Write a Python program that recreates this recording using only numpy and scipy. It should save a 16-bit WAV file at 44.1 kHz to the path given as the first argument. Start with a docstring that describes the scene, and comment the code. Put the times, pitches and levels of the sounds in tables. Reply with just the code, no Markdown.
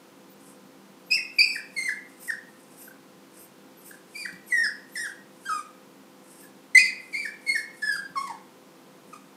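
"""A small puppy yips and whines at another dog, over the wooden floor of a live room, with one loud yap.
Each note is a near-pure high sine with weaker overtones and a rasp of air; squeaks fall quickly in pitch.
Around the yips, shaped noise hisses through the nose and thin swept sines whistle above it.
Paws thud softly three times as decaying low sines. Echoes of the room follow the dog; an appliance's
wavering tones and steady room noise lie underneath, without added echo."""
import sys
import numpy as np
from scipy import signal
from scipy.fft import rfft, irfft, next_fast_len
from scipy.io import wavfile
from scipy.ndimage import uniform_filter1d

SR = 44100
rng = np.random.default_rng(int(sys.argv[2]) if len(sys.argv) > 2 else 0)


def pcm_store(signal):
    """Save signal as 16-bit PCM."""
    levels = np.round(np.clip(np.atleast_2d(signal), -1, 1) * 32767)
    wavfile.write(sys.argv[1], SR, levels.astype(np.int16).T)


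N = 412776

# Steady tones of the appliance: f/Hz, relative level/dB
HUM_TONES = [(199.2, -64.5), (274.5, -64), (333.8, -61), (382.2, -66), (511.4, -62.5), (667.5, -75),
             (791.3, -70.5), (904.4, -72.5), (1017, -69.5)]
# Colour of the room noise: f/Hz, relative density/dB per Hz
ROOM_NOISE = [(18, -89), (30, -53), (123, -13.5), (197, 2), (225, -5), (277, 3.5), (299, -10), (324, -6),
              (359, -8), (505, -3.5), (546, -10.5), (1020, -11.5), (1440, -12.5), (1680, -16), (15500, -29)]
# Nose whistles: start t/s, length t/s, first f/Hz, last f/Hz, peak level/dB
WHISTLES = [(.293, .04, 14150, 15000, -55), (1.057, .045, 12200, 13800, -56.5),
            (1.354, .03, 12000, 13300, -55), (2.188, .12, 13950, 13050, -50),
            (2.765, .15, 13100, 12700, -50), (3.376, .09, 12700, 13600, -52),
            (3.766, .04, 12000, 12500, -54), (3.84, .08, 14100, 13650, -50.5),
            (4.46, .036, 11250, 12050, -50.5), (4.914, .044, 12000, 13150, -53),
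            (6.39, .086, 13000, 14300, -56)]
# Whimpers of air through the nose: strongest t/s, length of the swell t/s, level at the strongest/dB
WHIMPERS = [(.47, 0.087, -54.5), (1.15, 0.052, -48.5), (1.54, 0.22, -54), (1.88, 0.21, -50.5),
            (2.29, 0.22, -52), (2.86, 0.4, -57.5), (3.401, 0.092, -52), (3.9, 0.13, -55), (4.23, 0.17, -52),
            (4.631, 0.17, -49), (5.05, 0.18, -51.5), (5.56, 0.27, -54.5), (6.42, 0.23, -56),
            (7.24, 0.26, -56.5), (7.57, 0.17, -49.5), (7.93, 0.21, -51.5), (8.2, 0.045, -53),
            (9.13, 0.095, -62)]
# Colour of the nose air: f/Hz, relative density/dB per Hz
NOSE_AIR = [(1000, -15.5), (2800, -7), (3900, -47.5), (5000, -3.5), (7000, -8), (8400, 5), (9200, 2),
            (10300, -1.5), (11200, 1.5), (12100, -7), (13200, -8.5), (14300, -13.5), (15500, -66.5)]
# How throat and mouth pass the overtones, and the colour of the rasp: f/Hz, gain/dB
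THROAT = [(1700, 2), (2200, -5.5), (2700, -24), (3300, -17), (3800, -28.5), (4300, -16), (4700, -16),
          (5300, -16), (6100, -18.5), (6900, -25), (7600, -22.5), (8400, -13.5), (9200, -18.5),
          (10100, -28), (11200, -30.5), (14000, -38.5)]
# Colour of the hoarse air in a broken voice: f/Hz, relative density/dB per Hz
HOARSE_AIR = [(1500, -34.5), (3000, -6), (3600, -4.5), (4300, 2), (5000, -1), (5600, -16), (6500, 1),
              (8600, -1.5), (10200, -10.5), (14000, -15)]
# Sharp yaps and bending whines, one curve each:
# t/s, f/Hz, level/dB, overtones/dB, open mouth/dB, roughness/0-1
SWOOPS = [
    [(1.101, 2610, -40, 0, 0, 0.27), (1.113, 2502, -26, 8, -1, 0.2), (1.122, 2518, -14.5, -5.5, 13.5, 0.02),
     (1.133, 2541, -19.5, -6, 17, 0.38), (1.145, 2720, -30.5, 0.5, 20, 0.37),
     (1.158, 2654, -17.5, -15, 16, 0), (1.170, 2500, -33, -5, 10, 0.1)],
    [(1.384, 2550, -15, -14, 10, 0.05), (1.392, 2380, -13.5, -1.5, 18, 0), (1.400, 2240, -19.5, 5, 12, 0.1),
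     (1.408, 2334, -13, -2, 8.5, 0.1), (1.418, 2483, -10, -11.5, 14.5, 0), (1.428, 2650, -38, -9, 15, 0.42),
     (1.440, 2607, -26, -5, 4, 0.14), (1.485, 2602, -37.5, 11, 1, 0), (1.530, 2610, -48, 15.5, 5, 0),
     (1.552, 2480, -43, 9, 5, 0.1)],
    [(2.279, 1980, -31, -8, 0, .4), (2.288, 1930, -34, -13, 2, 0), (2.298, 1873, -23.5, -21, 6, 0),
     (2.305, 1832, -19.5, -16.5, 15, 0.3), (2.310, 1530, -33, -14, 0, .4), (2.316, 1370, -46, -16, 0, 0.5)],
    [(4.521, 2027, -16, -15, 0, 0), (4.545, 1940, -20.5, -11, -8, 0.02), (4.585, 1853, -20.5, -8, 12, 0),
     (4.626, 1856, -25, -11, 0, 0), (4.645, 1723, -21, -11, 15, .02), (4.658, 1610, -26, -9, 12, .05),
     (4.672, 1320, -34, -26, -7, .2)],
    [(4.954, 2050, -25, -5, 0, 0.56), (4.966, 1808, -32.5, 3, 4, 0.25),
     (4.980, 1700, -31.5, 3.5, 13.5, 0.2), (5.001, 1932, -30.5, 2, 3, 0.07), (5.033, 1867, -30.5, -3, 1, 0),
     (5.047, 1665, -33.5, -3, 1, 0.35), (5.060, 1613, -29, -7, 3.5, 0.25), (5.075, 1325, -35, -8, -1, .3)],
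    [(5.450, 1510, -48, 0, 0, .2), (5.463, 1598, -34.5, -1, -2, 0), (5.484, 1585, -32.5, -5, 2, 0),
     (5.497, 1315, -24, -10, 3, .1), (5.530, 1263, -25, -9.5, -5, 0.14), (5.558, 1214, -29, -5.5, 1, .05),
     (5.585, 1216, -33, -5.5, -5, 0), (5.600, 1130, -43, 0, -4, 0.35)],
    [(6.747, 2090, -17, 1, 8, 0.42), (6.756, 2023, -4, -9, 8, 0), (6.768, 2077, -9, -11, 11, 0.07),
     (6.777, 2208, -19, 7.5, 4, 0.62), (6.784, 2338, -17, -4, 13.5, 0.48),
     (6.796, 2482, -14, -9.5, 11.5, 0.31), (6.809, 2498, -26, -14, 8, 0.46),
     (6.835, 2432, -32.5, -1, 14, 0.62), (6.880, 2314, -39.5, 2, 7, 0.76)],
    [(7.126, 2400, -42, 5, 3, 0.4), (7.149, 2130, -23.5, -6, 2, 0.25), (7.168, 2388, -33, -2.5, 6, 0.33),
     (7.205, 2308, -29, -7, 6, 0.3), (7.235, 2247, -33.5, -6, 8, 0.46), (7.249, 2160, -36, -2, 2, 0.4)],
    [(7.463, 2203, -36, 4, 8, .3), (7.477, 2220, -28, -9, 10, 0.25), (7.491, 2090, -20.5, -5, 8, 0.14),
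     (7.501, 2119, -16.5, -12, 18.5, 0), (7.513, 2218, -25.5, -6.5, 15.5, 0.02),
     (7.530, 2193, -33, -10, 10, 0.13), (7.549, 2140, -32, -8, 8, .4)],
    [(7.818, 1805, -47, 11, -1, 0.7), (7.831, 1725, -23, -13, 12, 0.36),
     (7.885, 1706, -24, -12.5, 14.5, 0.02), (7.915, 1637, -27.5, -13, 13, 0.11),
     (7.952, 1604, -32, -4, 15, .15)],
    [(8.155, 1266, -28, -20, 0, 0.6), (8.165, 1118, -27, -19, 5, 0.6), (8.177, 1072, -22, -13, 11.5, 0),
     (8.195, 1077, -22.5, -18, 3, 0.05), (8.218, 1139, -34.5, -7, -4, 0.46),
     (8.245, 1081, -32, -15, -4, 0.4), (8.265, 1083, -41, -9, -4, .4), (8.277, 1045, -36, -3, 0, .9),
     (8.289, 1010, -46, -10, 0, .6)],
]
# Squeaks, quick drops in pitch:
# start t/s, length t/s, first f/Hz, drop/octaves, level/dB, overtones/dB, open mouth/dB
SQUEAKS = [ (1.166, 0.024, 2280, 0.42, -26, -19, 0), (1.552, 0.021, 1960, 0.46, -25.5, -17, 6),
           (1.875, 0.028, 2018, 0.5, -19.5, -15, 6.5), (2.874, 0.016, 1625, 0.43, -40.5, -19, 2),
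           (3.908, 0.011, 1670, 0.36, -37.5, -6, 1), (4.248, 0.019, 1965, 0.57, -25, -13, -1),
           (6.42, 0.047, 1764, 0.2, -52.5, -11, 2), (6.89, 0.021, 2010, 0.33, -36, -10, -4),
           (7.246, 0.023, 1873, 0.4, -23.5, -11, 3), (7.545, 0.031, 1920, 0.31, -19.5, -10.5, 7),
           (7.951, 0.023, 1544, 0.35, -31.5, -6, -6), (8.31, 0.013, 887, 0.21, -30, -20, -6),
           (9.126, 0.022, 1312, 0.356, -36.5, -3.5, -7), ]
# Plain held notes: start t/s, length t/s, attack t/s, first f/Hz, last f/Hz, level/dB,
# level change along the note/dB, height of the opening push t/s after the start,
# sag of its pitch/0-1, its gain/dB, overtones/dB, open mouth/dB
CRIES = [ (1.761, 0.12, 0.012, 2140, 2120, -25, -6, 0.03, 0.03, 4.5, -2, 9),
         (4.136, 0.099, 0.023, 2550, 2347, -43, 7, 0.025, 0.08, 8.5, 4, 3.5),
         (4.494, 0.062, 0.0098, 2300, 2170, -46, -11, 0.023, 0.05, 9, 10.5, -6),
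         (7.965, 0.041, 0.0037, 1693, 1716, -33.5, 7, 0.009, 0.05, -1.5, -13.5, -13),
         (8.296, 0.029, 0.0038, 952, 915, -28.5, -10, 0.0046, 0.01, 0, -15.5, 4), ]
# Paws landing on the floor: t/s, level before the soft rise/dB, thud f/Hz
PAWS = [(4.327, -31, 188), (7.936, -38, 176), (8.098, -39, 159)]
# How long the room rings: f/Hz, decay by 60 dB t/s
RING = [(200, 0.6), (1200, 0.4), (1750, 0.46), (2300, 0.53), (5000, 0.38), (9000, 0.32), (15000, 0.057)]

EDGE_HZ = 15600  # upper band limit
MOUTH_HZ, MOUTH_WIDTH_HZ = 4970, 850  # resonance of the open mouth
WHIMPER_FALL_S = 0.0662
RELEASE_S = 0.0042  # closing ramp of a cry, both ramps of a swoop
PUSH_END_S = 0.039  # the push has eased well off by this time into the cry
PUSH_SHARPNESS = 2.7  # its loudness goes sooner than its sag
OVERTONE_SHARE = 0.99  # the overtones follow this share of a cry's changes in dB
LEVEL_CURVE = 0.97  # exponent: the level of a cry changes almost evenly in dB
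SCOOP, SCOOP_S = 0.0693, 0.0036  # a cry starts sharp by this share and falls into its note
DROOP, DROOP_S = 0.0505, 0.0115  # its pitch droops by this share as it runs out
DROP_CURVE = 2.1  # the drop of a squeak speeds up as the breath gives out
SQUEAK_ARCH = 1.6  # how pointed its swell is
CRY_ROUGH, SQUEAK_ROUGH = .15, .35  # roughness 0-1
HOARSE_CURVE = 1.7  # a slightly rough voice stays clear; hoarse air comes in as it really breaks


def gain_of(db):
    """Decibels to a factor."""
    return 10 ** (np.asarray(db) / 20)


def evened(x):
    """Scales to an rms of 1."""
    return x / np.sqrt(np.mean(x ** 2) + 1e-20)


def read(points, hz):
    """Reads a curve along a log-frequency axis."""
    f, value = np.transpose(points)
    return np.interp(np.log(hz + 1), np.log(f + 1), value)


def add(mix, s, sound):
    """Mixes a sound in at s seconds."""
    part = mix[round(s * SR):][:len(sound)]
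    part += sound[:len(part)]


def span(start, end):
    """The sample numbers between two times."""
    return np.arange(round(start * SR), round(end * SR))


def noise(spectrum):
    """Noise with the given spectrum and an rms of 1."""
    size = next_fast_len(N, real=True)
    white = rfft(rng.standard_normal(size))
    colour = gain_of(read(spectrum, np.fft.rfftfreq(size, 1 / SR)))
    return evened(irfft(white * colour, size)[:N])


def drift(rate_hz):
    """Random wandering, mostly slower than the given rate, with an rms of 1."""
    pole = np.exp(-2 * np.pi * rate_hz / SR)
    return evened(signal.lfilter([1], [1, -2 * pole, pole ** 2], rng.standard_normal(N)))


def background(hum_db=-1, noise_db=-53.5, waver=0.39):
    """Appliance tones, their phase wavering slightly, in the steady noise of the room."""
    t = np.arange(N) / SR
    hum = np.zeros(N)
    for hz, db in HUM_TONES:
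        phase = 2 * np.pi * (hz * t + rng.random()) + waver * drift(0.33)
        hum += gain_of(db) * np.sqrt(2) * np.sin(phase)
    return gain_of(hum_db) * hum + gain_of(noise_db) * noise(ROOM_NOISE)


def whistles(jitter=0.0076):
    """The narrow nostrils whistle on an unsteady, very high note."""
    out, wobble = np.zeros(N), drift(600)
    for s, length, first_hz, last_hz, db in WHISTLES:
        at = span(s, s + length)
        hz = np.linspace(first_hz, last_hz, len(at)) * (1 + jitter * wobble[at])
        tone = np.sin(2 * np.pi * np.cumsum(hz) / SR)
        out[at] += gain_of(db) * signal.windows.tukey(len(at), .5) * tone
    return out


def whimpers(start_db=-14, end_db=-12, flutter_db=4.5):
    """Air hisses through the nose, each breath swelling and then dying away, its level fluttering."""
    blow = np.zeros(N)
    for s, swell, db in WHIMPERS:
        at = span(s - swell, s + WHIMPER_FALL_S)
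        shape_db = np.interp(at / SR - s, [-swell, 0, WHIMPER_FALL_S], [start_db, 0, end_db])
        blow[at] += gain_of(db + shape_db) * signal.windows.tukey(len(at), .2)
    return blow * noise(NOSE_AIR) * gain_of(flutter_db * drift(26))


def swoop(points):
    """A yap or whine that swoops through several pitches on one breath."""
    s, *controls = np.transpose(points)
    at = span(s.min(), s.max())
    # a short average rounds the corners of each curve
    curves = [uniform_filter1d(np.interp(at / SR, s, c), size=130) for c in controls]
    hz, db, press_db, mouth_db, rough = curves
    edge_s = np.minimum(at - at[0], at[-1] - at) / SR
    gate = np.minimum(edge_s / RELEASE_S, 1)
    return at, hz, gate * gain_of(db), press_db, mouth_db, np.clip(rough, 0, 1)


def squeak(start, length, first_hz, drop, db, press_db, mouth_db):
    """The folds slacken: the pitch falls ever faster under one short swell."""
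    at = span(start, start + length)
    u = np.linspace(0, 1, len(at))
    swell = abs(np.sin(np.pi * u)) ** SQUEAK_ARCH
    hz = first_hz * 2 ** (-drop * u ** DROP_CURVE)
    return at, hz, gain_of(db) * swell, press_db, mouth_db, SQUEAK_ROUGH


def cry(start, length, attack, first_hz, last_hz, db, change_db, push_s, sag, push_db, press_db, mouth_db):
    """A held note: an opening push of breath bends its level and flattens it; it slides on and droops."""
    at = span(start, start + length)
    t = (at - at[0]) / SR
    push = np.exp(-((t - push_s) / max(PUSH_END_S - push_s, .005)) ** 2)
    bend = SCOOP * np.exp(-t / SCOOP_S) - sag * push - DROOP * np.exp((t - length) / DROOP_S)
    hz = (first_hz + (last_hz - first_hz) * t / length) * (1 + bend)
    swell_db = change_db * (t / length) ** LEVEL_CURVE + push_db * push ** PUSH_SHARPNESS
    ramp = np.clip(np.minimum(t / attack, (t[-1] - t) / RELEASE_S), 0, 1)
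    gate = np.sin(np.pi / 2 * ramp) ** 2
    press_db = press_db - (1 - OVERTONE_SHARE) * swell_db
    return at, hz, gate * gain_of(db + swell_db), press_db, mouth_db, CRY_ROUGH


def throat_db(hz, mouth_db):
    """The throat's colour, with the resonance that rings out when the mouth opens."""
    return read(THROAT, hz) + mouth_db * np.exp(-((hz - MOUTH_HZ) / MOUTH_WIDTH_HZ) ** 4)


def yips(jitter=0.0032, break_jitter=0.038, quaver=0.0082,  # shares of the pitch
         break_glide=22, glide_rough=0.72,  # octaves/s, roughness 0-1
         blur=0.043, break_blur=0.22,  # phase/rad
         shimmer=0.028, tremble_db=0.5, uneven_db=3.5,
         overtones_db=2, break_db=-1, rasp_db=-28, rasp_low_hz=2300, hoarse_db=-4.0):
    """Tiny vocal folds give a strong fundamental; the throat colours their overtones and the rasp of air."""
    out = np.zeros(N)
    wobble, flutter, scatter, unsteady = drift(270), drift(120), drift(320), drift(24.6)
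    rasp_band = signal.butter(3, rasp_low_hz, "highpass", fs=SR, output="sos")
    air = signal.sosfilt(rasp_band, noise(THROAT))
    hoarse = gain_of(hoarse_db) * noise(HOARSE_AIR)
    # each of 11 overtones swells and fades by itself
    uneven = [gain_of(uneven_db * drift(24)) for _ in range(11)]
    notes = [swoop(points) for points in SWOOPS]
    notes += [cry(*row) for row in CRIES]
    notes += [squeak(*row) for row in SQUEAKS]
    for at, hz, level, press_db, mouth_db, rough in notes:
        # the voice breaks up under strain and where its pitch slides fast
        glide = uniform_filter1d(abs(np.gradient(np.log2(hz))) * SR, size=200)
        broken = np.maximum(rough, glide_rough * np.tanh((glide / break_glide) ** 2))
        torn = np.clip(broken, 0, 1) ** HOARSE_CURVE
        hz = hz * (1 + (jitter + break_jitter * broken) * wobble[at] - quaver * unsteady[at])
        phase = 2 * np.pi * np.cumsum(hz) / SR
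        # the folds close a little early or late, which smears the higher overtones most
        closing = phase + (blur + break_blur * torn) * scatter[at]
        overtones = np.zeros(len(at))
        for k, swell in enumerate(uneven, 2):
            strength = gain_of(throat_db(k * hz, mouth_db)) * (k * hz < EDGE_HZ)
            overtones += strength * swell[at] * np.sin(k * closing)
        rasp = gain_of(rasp_db) * air[at] + torn * hoarse[at]
        edge = gain_of(overtones_db + break_db * broken) * overtones + rasp
        voice = np.sin(phase) + gain_of(press_db) * edge
        tremble = gain_of(tremble_db * unsteady[at]) * (1 + shimmer * flutter[at])
        out[at] += level * tremble * voice
    return out


def paws(t60=0.086, rise=0.014, low_ratio=0.64, low_db=-14, claw_db=-19, claw_t60=0.05):
    """A soft pad pushes the boards into a dull thud with a lower mode under it, and a claw ticks on them."""
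    out, t = np.zeros(N), np.arange(SR // 2) / SR
    for s, db, hz in PAWS:
        low_mode = gain_of(low_db) * np.sin(2 * np.pi * low_ratio * hz * t)
        boards = np.sin(2 * np.pi * hz * t) + low_mode
        thud = boards * (1 - np.exp(-t / rise)) * gain_of(-60 * t / t60)
        claw = rng.standard_normal(len(t)) * gain_of(claw_db - 60 * t / claw_t60)
        add(out, s, gain_of(db) * (thud + claw))
    return out


def room(x, wet_db=-4, treble_db=2.5, first_s=0.009, walls_db=4.5, walls_s=0.019, walls_spread_s=0.013):
    """Echoes of random sign, from furniture, then stronger from the walls; each band dies at its own speed."""
    slots = np.arange(0, SR - 20, 20)
    taps = np.zeros(SR)
    taps[slots + rng.integers(0, 20, len(slots))] = rng.choice([-1., 1.], len(slots))
    hz, t, bands = signal.stft(taps, SR, nperseg=256)
    walls = walls_db * np.exp(-((t - walls_s) / walls_spread_s) ** 2)
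    decay = gain_of(-60 * t / read(RING, hz)[:, None] + walls)
    # the muzzle beams the treble past the microphone, so more of it arrives as echo
    beam = gain_of(read([(2500, 0.011), (5000, treble_db)], hz))[:, None]
    tail = signal.istft(bands * decay * beam, SR, nperseg=256)[1]
    echoes = np.zeros(N)
    add(echoes, first_s, signal.fftconvolve(x, tail / np.linalg.norm(tail)))
    return x + gain_of(wet_db) * echoes


def scene():
    """The puppy in the live room, over the hum, on one microphone channel."""
    puppy = yips() + whimpers() + whistles() + paws()
    return (room(puppy) + background())[None]


def record(dry):
    """The recorder's band limit, a steep low-pass."""
    low_pass = signal.firwin(511, EDGE_HZ, window=("kaiser", 9), fs=SR)
    return signal.oaconvolve(dry, low_pass[None], "same")


dry = scene()
out = record(dry)
pcm_store(out)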